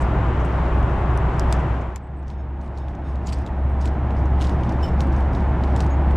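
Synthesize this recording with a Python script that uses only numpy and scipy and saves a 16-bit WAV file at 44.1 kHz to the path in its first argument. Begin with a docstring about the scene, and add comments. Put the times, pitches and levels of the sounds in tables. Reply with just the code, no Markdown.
"""Air roars along the skin of a jet cabin in cruise: noise coloured by the wall, its octave bands swelling and flickering.
Under it an engine shaft hums, a wavering sine. Close by, fingers crackle a plastic wrapper: noise bursts and dense
grains ring in resonances of the film. Some seats away cutlery clinks, in metal modes blurred by rattling.
A wide stereo view fades out near 2 s while a centred view, with the engines turning a little faster, fades in."""
import sys
import numpy as np
from scipy import signal
from scipy.fft import rfft, irfft, next_fast_len
from scipy.io import wavfile
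from scipy.ndimage import uniform_filter1d

SR = 44100
rng = np.random.default_rng(int(sys.argv[2]) if len(sys.argv) > 2 else 0)


def log_audio(samples):
    """Write samples as a 16-bit WAV file to the path given in sys.argv[1]."""
    # one column per channel
    frames = np.atleast_2d(samples).T
    # limit to full scale, then quantise
    limited = np.clip(frames, -1, 1)
    pcm = np.round(limited * 32767).astype(np.int16)
    wavfile.write(sys.argv[1], SR, pcm)


N = 271656

# fade of the wide stereo view, whose last row ends it: time_s, level_db
WIDE_VIEW_FADE = [(0, 0), (1.6, -0.5), (1.75, -2.5), (1.87, -7), (1.97, -12.5), (2.0, -55)]
WIDE_VIEW_END_S = WIDE_VIEW_FADE[-1][0]
LEFT_RIGHT = np.array([[1], [-1]])  # side noise enters the two channels with opposite signs


def undb(db):
    """Decibels to gain."""
    return 10 ** (np.asarray(db) / 20)


def over_hz(table, hz, column=1):
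    """Read a spectrum on a log-frequency axis."""
    table = np.array(table)
    return np.interp(np.log(np.maximum(hz, 1)), np.log(table[:, 0]), table[:, column])


def fade(table):
    """Gain curve over time, interpolated in decibels."""
    s, db = np.transpose(table)
    return undb(np.interp(np.arange(N) / SR, s, db, left=-120, right=db[-1]))


def walk(rate):
    """Random levels held 1 / rate seconds and smoothed twice; spread near 1."""
    held = int(SR / rate)
    steps = np.repeat(rng.standard_normal(N // held + 1), held)
    smooth = uniform_filter1d(uniform_filter1d(steps, held), held)
    return 1.3 * smooth[:N]


def add(out, sound, s):
    """Mix a short sound in at time s."""
    i = int(s * SR)
    sound = sound[..., :N - i]
    out[:, i:i + sound.shape[-1]] += sound


def band(x, hz, width):
    """One resonance, its width in Hz."""
    return signal.lfilter(*signal.iirpeak(min(hz, .4 * SR), hz / width, SR), x)


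def band_twice(x, hz, width):
    """The same resonance twice in a row, for steeper skirts."""
    return band(band(x, hz, width), hz, width)


def roar(colour, db, wide, swell_db=-0.4, flicker_db=0.15, lean_db=3.5):
    """Turbulent air shakes the wall panels; octave bands swell together and flicker alone."""
    # stereo width of the wide view: frequency_hz, diffuse_side_minus_mid_db
    width = [(60, -48), (140, -52.5), (210, -30), (330, -21.5), (500, -8), (1160, -5.5), (2700, -3),
             (8000, 3)]
    size = next_fast_len(N)
    hz = np.fft.rfftfreq(size, 1 / SR)
    tint = undb(over_hz(colour, hz))
    mid = rfft(rng.standard_normal(size)) * tint
    side = rfft(rng.standard_normal(size)) * tint * wide * undb(over_hz(width, hz))
    # the wall is on the left; the bass bends round the microphone body
    lean = undb(wide * lean_db / 2 * hz ** 2 / (hz ** 2 + 450 ** 2))
    ears = np.array([mid * lean + side, mid / lean - side])

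    octave = np.log2(np.maximum(hz, 1) / 20)
    swell = walk(0.66)
    out = 0
    for k in range(11):
        share = np.cos(np.pi / 2 * np.clip(octave - k, -1, 1)) ** 2  # overlapping octave bands
        level = undb(swell_db * swell + flicker_db * walk(6))
        out = out + irfft(ears * share, size)[:, :N] * level
    return out * undb(db) / np.sqrt(np.mean(out ** 2))


def shaft(hz, db, waver_db=1.77, drift=0.17):
    """Fan shaft imbalance: a once-per-turn hum carried by the airframe, nearly steady in pitch."""
    turn = 2 * np.pi * (hz * np.arange(N) / SR + rng.random()) + drift * walk(2.61)
    return np.sqrt(2) * undb(db + waver_db * walk(7.6)) * np.sin(turn)


def dips(dip_s=0.024):
    """Gain of the hum, sinking for a moment at each dip."""
    # brief dips of the hum in the centred view: time_s, depth_db
    hum_dips = [(2.47, -2), (2.96, -17), (3.26, -6), (3.46, -11), (3.96, -12), (4.88, -27), (5.56, -5)]
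    t = np.arange(N) / SR
    return undb(sum(db * np.exp(-((t - s) / dip_s) ** 2) for s, db in hum_dips))


def cutlery(rise_s=0.0028, blur_hz=220, share_db=2.0):
    """Metal touched some seats away: rings swell, last while it rattles, then die; rattling blurs them into noise."""
    # ringing modes, one list for each piece: frequency_hz, level_db, t60_s
    piece_modes = [
        [(3020, 9.5, 0.05), (3520, -6, 0.09), (5310, 4, 0.12), (7400, -10, 0.18), (9577, -19, .08),
         (10380, -17, 0.116), (11910, -17, 0.13), (14520, -13, .2)],
        [(3650, 3.5, .12), (5330, -4.5, 0.16), (6570, -6, .1), (8940, -17, .1), (10500, -22, .1),
         (11600, -18, .12)],
        [(6665, -6, 0.1), (12000, -24, .08)],
        [(5750, -4, .08), (8600, -3, 0.39), (9800, -9, .2), (10250, -7, .3)],
        [(7950, -0.5, .1), (8600, -5, .1)],
    ]
    # names of the pieces, in the order of those lists
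    piece_names = ("first", "second", "third", "fourth", "fifth")
    # rattles: time_s, piece, length_s, level_db (mode levels add to it), roughness from 0 to 1
    clinks = [(2.02, "fifth", .05, -77, .9), (2.16, "fifth", .035, -73, .7),
              (2.328, "second", .01, -70, .6), (2.375, "second", 0.035, -69, 0.5),
              (2.622, "fourth", .01, -71, .6), (2.797, "second", 0.04, -66.5, .45),
              (3.04, "second", 0.061, -64.5, 0.6), (3.69, "fourth", .01, -69, .6),
              (4.827, "first", 0.012, -45.5, 0.5), (4.849, "first", .006, -53, .6),
              (4.876, "first", .01, -56, .6), (5.901, "third", 0.032, -49, 0.8)]
    out, t = np.zeros((2, N)), np.arange(9000) / SR
    blur = int(SR / blur_hz)
    for s, piece, length_s, db, rough in clinks:
        hz, mode_db, t60 = np.array(piece_modes[piece_names.index(piece)]).T[:, :, None]
        gain = undb(db + mode_db + share_db * rng.standard_normal(hz.shape))
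        noise = rng.standard_normal((2, len(hz), len(t)))
        real, imaginary = uniform_filter1d(noise, size=blur) * np.sqrt(blur / 2)
        swing = np.sqrt(1 - rough ** 2) + rough * (real + 1j * imaginary)
        decay = np.exp(-np.log(1000) * np.maximum(t - length_s, 0) / t60)
        ring = (1 - np.exp(-t / rise_s)) * decay
        tone = np.exp(2j * np.pi * (hz * t + rng.random(hz.shape)))
        add(out, np.sum(gain * ring * np.imag(swing * tone), axis=0), s)
    return out


def film(push, low_hz, high_hz, high_db, more_body_db=0, body_db=-4, follows=0.93):
    """The plastic film: two rings set by the fold over a broad snap, which is weak where the fold sounds dull."""
    low = band_twice(push, low_hz, 0.44 * low_hz)
    high = band_twice(push, high_hz, 0.26 * high_hz)
    body_gain = undb(body_db + more_body_db + follows * min(high_db, 0))
    return low + undb(high_db) * high + body_gain * band_twice(push, 3300, 4600)


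def effort(held_db=-65, press_db_per_s=405, let_go_db_per_s=225.5):
    """Rustle level in dB over time: each squeeze presses quickly, holds and lets go."""
    # fingers squeezing the film: hold_start_s, hold_s, rustle_db
    squeezes = [(0.0, 0.011, -54), (1.393, .01, -57), (1.518, 0.025, -52.5), (1.817, .01, -67),
                (1.955, .01, -71), (2.285, 0.027, -65), (2.616, .03, -69), (2.772, 0.014, -60.5),
                (2.888, .03, -70), (2.948, .02, -74), (3.067, 0.06, -63.5), (3.27, 0.025, -55),
                (3.329, 0.021, -53), (3.40, 0.053, -62.5), (3.828, 0.035, -56), (4.15, 0.032, -63.5),
                (4.42, 0.052, -49.5), (4.602, 0.076, -58), (4.715, .03, -59), (4.83, 0.033, -53),
                (5.006, .01, -57.5), (5.147, 0.045, -57.5), (5.352, 0.062, -57.5), (5.64, 0.06, -58),
                (5.763, 0.072, -53), (5.867, .01, -65), (6.10, 0.044, -69)]
    t = np.arange(N) / SR
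    # the wrapper merely held rustles in the wide view only
    power = (undb(held_db) * fade(WIDE_VIEW_FADE)) ** 2 + 1e-12
    for s, hold_s, db in squeezes:
        press = press_db_per_s * np.maximum(s - t, 0)
        let_go = let_go_db_per_s * np.maximum(t - s - hold_s, 0)
        power = power + undb(db - press - let_go) ** 2
    return 10 * np.log10(power)


def rustle(level_db, per_s=1500, scatter_db=2.0, patchy_db=3):
    """Dense tiny creases in three patches of film, each with its own rings."""
    out = 0
    for low_hz, high_hz, high_db in ((2900, 8200, -8.0), (3680, 4600, -12.0), (5200, 7800, -12.0)):
        when, size, sign = rng.random((3, N))
        sizes = undb(-scatter_db * np.log(size + 1e-9))
        grains = (when < per_s / SR) * sizes * np.sign(sign - .5)
        out = out + film(grains, low_hz, high_hz, high_db) * undb(patchy_db * walk(35))
    return undb(level_db) * out / np.sqrt(np.mean(out ** 2))


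def creaks(edge_s=0.0032, grain_db=2.5, spread=.5):
    """Stick-slip grains in stretched film feed one narrow ring."""
    # creaks of the film: start_s, length_s, level_db, ring_hz, width_hz
    creak_rows = [(0.004, 0.024, -52.5, 7600, 3000), (0.398, .022, -58, 6000, 2000),
                  (0.447, .015, -56, 8200, 3000), (1.531, .012, -52, 7000, 900),
                  (1.595, .015, -60, 6500, 2500), (1.81, .012, -61, 6500, 2500),
                  (3.257, 0.031, -53, 6960, 800), (3.262, .02, -59, 4800, 500),
                  (3.283, 0.021, -54, 4750, 500), (3.316, .03, -57, 7800, 1200),
                  (3.325, 0.018, -53, 4800, 600), (3.805, .02, -57, 6000, 1800),
                  (3.847, .022, -56, 7600, 1200), (3.874, .012, -59, 5500, 1500),
                  (4.464, .012, -54.5, 7000, 1500), (4.994, .02, -58, 6200, 1200),
                  (5.764, .012, -56, 7200, 1200)]
    out, t = np.zeros((2, N)), np.arange(3000) / SR
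    for s, length_s, db, hz, width in creak_rows:
        mid, side, size = rng.standard_normal((3, len(t)))
        grains = mid + (s < WIDE_VIEW_END_S) * spread * side * LEFT_RIGHT
        grain_gain = undb(grain_db * uniform_filter1d(size, size=60) * np.sqrt(60))
        ring = band_twice(grains * grain_gain, hz, width)
        shape = (1 - np.exp(-t / edge_s)) * np.exp(-np.maximum(t - length_s, 0) / edge_s)
        add(out, undb(db) * shape * ring / np.sqrt(np.mean(ring ** 2)), s)
    return out


def strays(level_db, count=400, per_s=45, over_rustle_db=2.5, scatter_db=2.5):
    """Small snaps at random moments, as strong as the fingers press; rows like those of the snaps."""
    when, size, low, high = rng.random((count, 4)).T
    s = np.cumsum(-np.log(when + 1e-9) / per_s)
    rustle_db = np.interp(s, np.arange(N) / SR, level_db)
    db = rustle_db + over_rustle_db - scatter_db * np.log(size + 1e-9)
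    low_hz, high_hz = 3000 * (1 + 0.13 * low), 5550 * (1 + 0.2 * high)
    rows = np.transpose([s, db, low_hz, high_hz, -8.5 + 0 * s])
    return list(rows[(s < N / SR) & (db > -72)])


def wrapper(level_db, rise_s=.0004, crack_s=0.0011, kick=12, tail_s=0.009, crinkle_db=-13.5, grain_db=3.5,
            spread=0.3, left_late_s=0.000014, shade_hz=5500, top_hz=9000):
    """A fold buckles with a quick ringing crack and broad grainy crinkles; only the wide view hears them spread out."""
    # wrapper snaps: time_s, crack_peak_db, low_ring_hz, high_ring_hz, high_ring_minus_low_db
    snaps = [(0.0184, -38, 3050, 6200, 10), (0.397, -46, 3060, 6000, 6), (0.4492, -36, 6600, 8700, 0),
             (0.8294, -36, 3150, 5900, -7), (1.1751, -26.5, 6200, 9400, 3), (1.3958, -16.5, 5070, 7000, -3),
             (1.4945, -45, 5500, 7200, 0), (1.5257, -14, 5060, 8360, 0), (1.5262, -17.5, 3000, 6860, 1),
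             (1.5944, -42, 3260, 6500, 0), (1.8094, -44, 4500, 6460, 3), (1.9602, -19.5, 2200, 7200, -5),
             (1.9634, -40, 3870, 11900, 3), (1.9764, -40, 2500, 7650, -7), (2.228, -53, 3400, 5500, -12),
             (2.2802, -41.5, 3150, 5560, 4), (2.3017, -38, 3330, 5780, -18), (2.613, -44, 4000, 5910, -3),
             (2.6618, -49, 3800, 5880, -6), (2.678, -50, 3900, 7000, -6), (2.775, -39, 4100, 6700, -2),
             (2.7844, -41, 3570, 6650, -1), (2.883, -38, 3080, 6300, -29), (2.951, -43, 3500, 5810, -3),
             (3.157, -43, 3500, 6500, -5), (3.2675, -35, 4700, 6800, 3), (3.271, -23.5, 4800, 6450, 6),
             (3.2775, -47, 4700, 7000, 2), (3.286, -45, 4700, 6500, -6), (3.29, -29, 3200, 4800, -2),
             (3.2955, -45, 4700, 6500, -8), (3.3002, -37, 3320, 7260, -14), (3.3235, -31, 2800, 4500, -8),
             (3.3262, -26, 2290, 8000, -6), (3.3295, -29, 4700, 7400, -2), (3.3322, -30, 4770, 8050, -6),
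             (3.337, -35, 4700, 7500, -7), (3.363, -50, 4500, 6000, -2), (3.3864, -40, 3070, 6750, -6),
             (3.4171, -45, 4800, 7500, -5), (3.4635, -33.5, 3420, 6700, -9), (3.4747, -36, 3220, 7700, -18),
             (3.8104, -38, 5000, 7500, -5), (3.814, -34, 4500, 6200, 5), (3.8562, -25, 2800, 7400, -3),
             (3.8754, -32, 3940, 5770, -4), (4.1066, -37.5, 3000, 5900, -22), (4.1675, -44, 4510, 9000, -5),
             (4.2564, -39, 3000, 5770, -5), (4.399, -43, 4000, 8000, -3), (4.4048, -36, 3180, 6790, -20),
             (4.4114, -25.5, 3210, 5500, -5), (4.4177, -25, 3280, 5850, -5), (4.4244, -27, 3400, 6530, -10),
             (4.442, -33, 3000, 4200, -6), (4.4472, -27.5, 2980, 6810, -11), (4.452, -32, 3040, 7170, -6),
             (4.4703, -33, 4100, 6720, -3), (4.4855, -41, 4830, 6500, -10),
             (4.4945, -29.5, 3400, 5900, -24), (4.6345, -34, 3400, 5600, -21),
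             (4.693, -34.5, 3600, 5200, -8), (4.697, -45, 4200, 6300, -4), (4.7228, -37, 4500, 9300, -5),
             (4.858, -41, 4500, 7500, -3), (4.889, -43, 5000, 7500, 0), (5.0057, -21.5, 3430, 5760, -12),
             (5.0704, -40, 3050, 8500, -1), (5.122, -43, 4500, 5600, -2.5), (5.128, -40, 3500, 5200, 2),
             (5.1642, -38, 4290, 5600, -6), (5.2063, -39, 3160, 6470, -6), (5.3323, -40, 2600, 5510, -20),
             (5.3496, -32.5, 3370, 6670, -26), (5.405, -40, 3500, 5000, -8), (5.637, -32, 3420, 5600, -16),
             (5.763, -26, 3740, 6900, 3), (5.7944, -43, 3510, 6800, -1), (5.8044, -21, 3160, 7400, -2),
             (5.8052, -26, 4400, 5860, -8), (5.8405, -43, 4500, 6500, 0), (5.865, -36, 4500, 6300, 3),
             (6.109, -37.5, 3330, 7160, -18)]
    # resonances of the crinkle: frequency_hz, width_hz, level_db
    crinkle_bands = [(2520, 3100, -1), (4800, 5600, 0), (11100, 2700, -12.5)]
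    # the wrapper is left of the wide view, the microphone body shades the right port: time_s, treble_left_minus_right_db
    shade_rows = [(0.4, 10), (1.4, 5), (1.53, 3), (1.96, 21)]
    out, t = np.zeros((2, N)), np.arange(2000) / SR
    dull, hz = signal.butter(1, top_hz, fs=SR), np.fft.rfftfreq(len(t), 1 / SR)
    treble = 1 / (1 + (shade_hz / np.maximum(hz, 1)) ** 4)
    late = np.exp(-2j * np.pi * hz * left_late_s)
    for s, db, low_hz, high_hz, high_db in list(snaps) + strays(level_db):
        mid, side, size, fine = rng.standard_normal((4, len(t)))
        mid[int(rise_s * SR)] = kick  # the break of the fold is one clean kick
        wide = s < WIDE_VIEW_END_S
        sides = wide * spread * side * LEFT_RIGHT
        rise = 1 - np.exp(-t / rise_s)

        push = (mid + sides) * rise * np.exp(-t / crack_s)
        crack = film(push, low_hz, high_hz, high_db, more_body_db=wide * -5)
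        if wide:  # a brighter edge
            crack = crack + undb(-7.5) * band(push, 6000, 6000)
        else:
            crack = signal.lfilter(*dull, crack)
        crack = crack / np.max(np.abs(crack.mean(axis=0)))

        # crinkle against the crack; the wide view hears drier snaps
        grain_level = grain_db * uniform_filter1d(size, size=40) * np.sqrt(40)
        grain_gain = undb(crinkle_db + wide * -8.5 + grain_level)
        grain = (fine + sides) * grain_gain * rise * np.exp(-t / tail_s)
        crinkle = sum(undb(g) * band_twice(grain, f, w) for f, w, g in crinkle_bands)
        sound = crack + crinkle
        if wide:  # the left port hears it slightly late, the right port with less treble
            shade_db = np.interp(s, *np.transpose(shade_rows)) * treble
            sound = irfft(rfft(sound) * np.array([late, undb(-shade_db)]), len(t))
        add(out, undb(db) * sound, s)
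    return out


def scene():
    """Two views of the cabin, cross-faded, with the wrapper close by and the cutlery some seats away."""
    # fade of the centred view: time_s, level_db
    centre_view_fade = [(1.7, -49.5), (2.0, -13), (2.5, -11), (3.0, -8), (3.5, -5), (4.0, -2), (4.5, -0.5),
                        (5.3, 0.2), (5.7, 0), (6.16, 0.1)]
    # colour of the roar through the cabin wall, wide view: frequency_hz, relative_db_per_hz
    wide_colour = [(20, -6), (45, 1), (88, -3), (116, 1.5), (220, -11.5), (370, -10), (450, -16.5),
                   (680, -13.5), (1020, -15), (1900, -27.5), (3200, -39.5), (5000, -57), (7500, -58.5),
                   (10000, -71.5), (12500, -75), (13500, -100)]
    # the same in the centred view: frequency_hz, relative_db_per_hz
    centre_colour = [(20, -11.5), (50, -2.5), (90, -6), (118, -3.5), (200, -9.5), (250, -13), (365, -13),
                     (400, -19), (500, -19), (660, -13.5), (820, -14), (1010, -19.5), (1150, -24.5),
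                     (1900, -33), (3200, -47), (5000, -61.5), (7500, -65), (10000, -76), (12500, -80.5),
                     (13500, -105)]
    # the centred roar is thinner around 700 Hz, most of all near 2.3 s: time_s, level_db of that band
    middle_fade = [(1.9, -3), (2.3, -6), (2.8, -3), (3.5, -4)]

    wide = fade(WIDE_VIEW_FADE) * (roar(wide_colour, db=-21.5, wide=0.59) + shaft(hz=62.2, db=-21))
    air = roar(centre_colour, db=-22, wide=0)
    air = air - (1 - fade(middle_fade)) * band(air, 700, 600)
    centre = fade(centre_view_fade) * (air + dips() * shaft(hz=67.8, db=-19))
    fingers_db = effort()
    return wide + centre + cutlery() + rustle(fingers_db) + creaks() + wrapper(fingers_db)


def record(dry, mic_hz=11500, top_hz=15700, open_s=.004):
    """The sound opens in a few milliseconds; the microphone dulls the treble, which stops at top_hz."""
    opening = np.sin(np.pi / 2 * np.minimum(np.arange(N) / SR / open_s, 1)) ** 2
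    dull = signal.sosfilt(signal.butter(2, mic_hz, fs=SR, output="sos"), dry * opening)
    return signal.sosfilt(signal.ellip(8, .2, 70, top_hz, fs=SR, output="sos"), dull)


dry = scene()
out = record(dry)
log_audio(out)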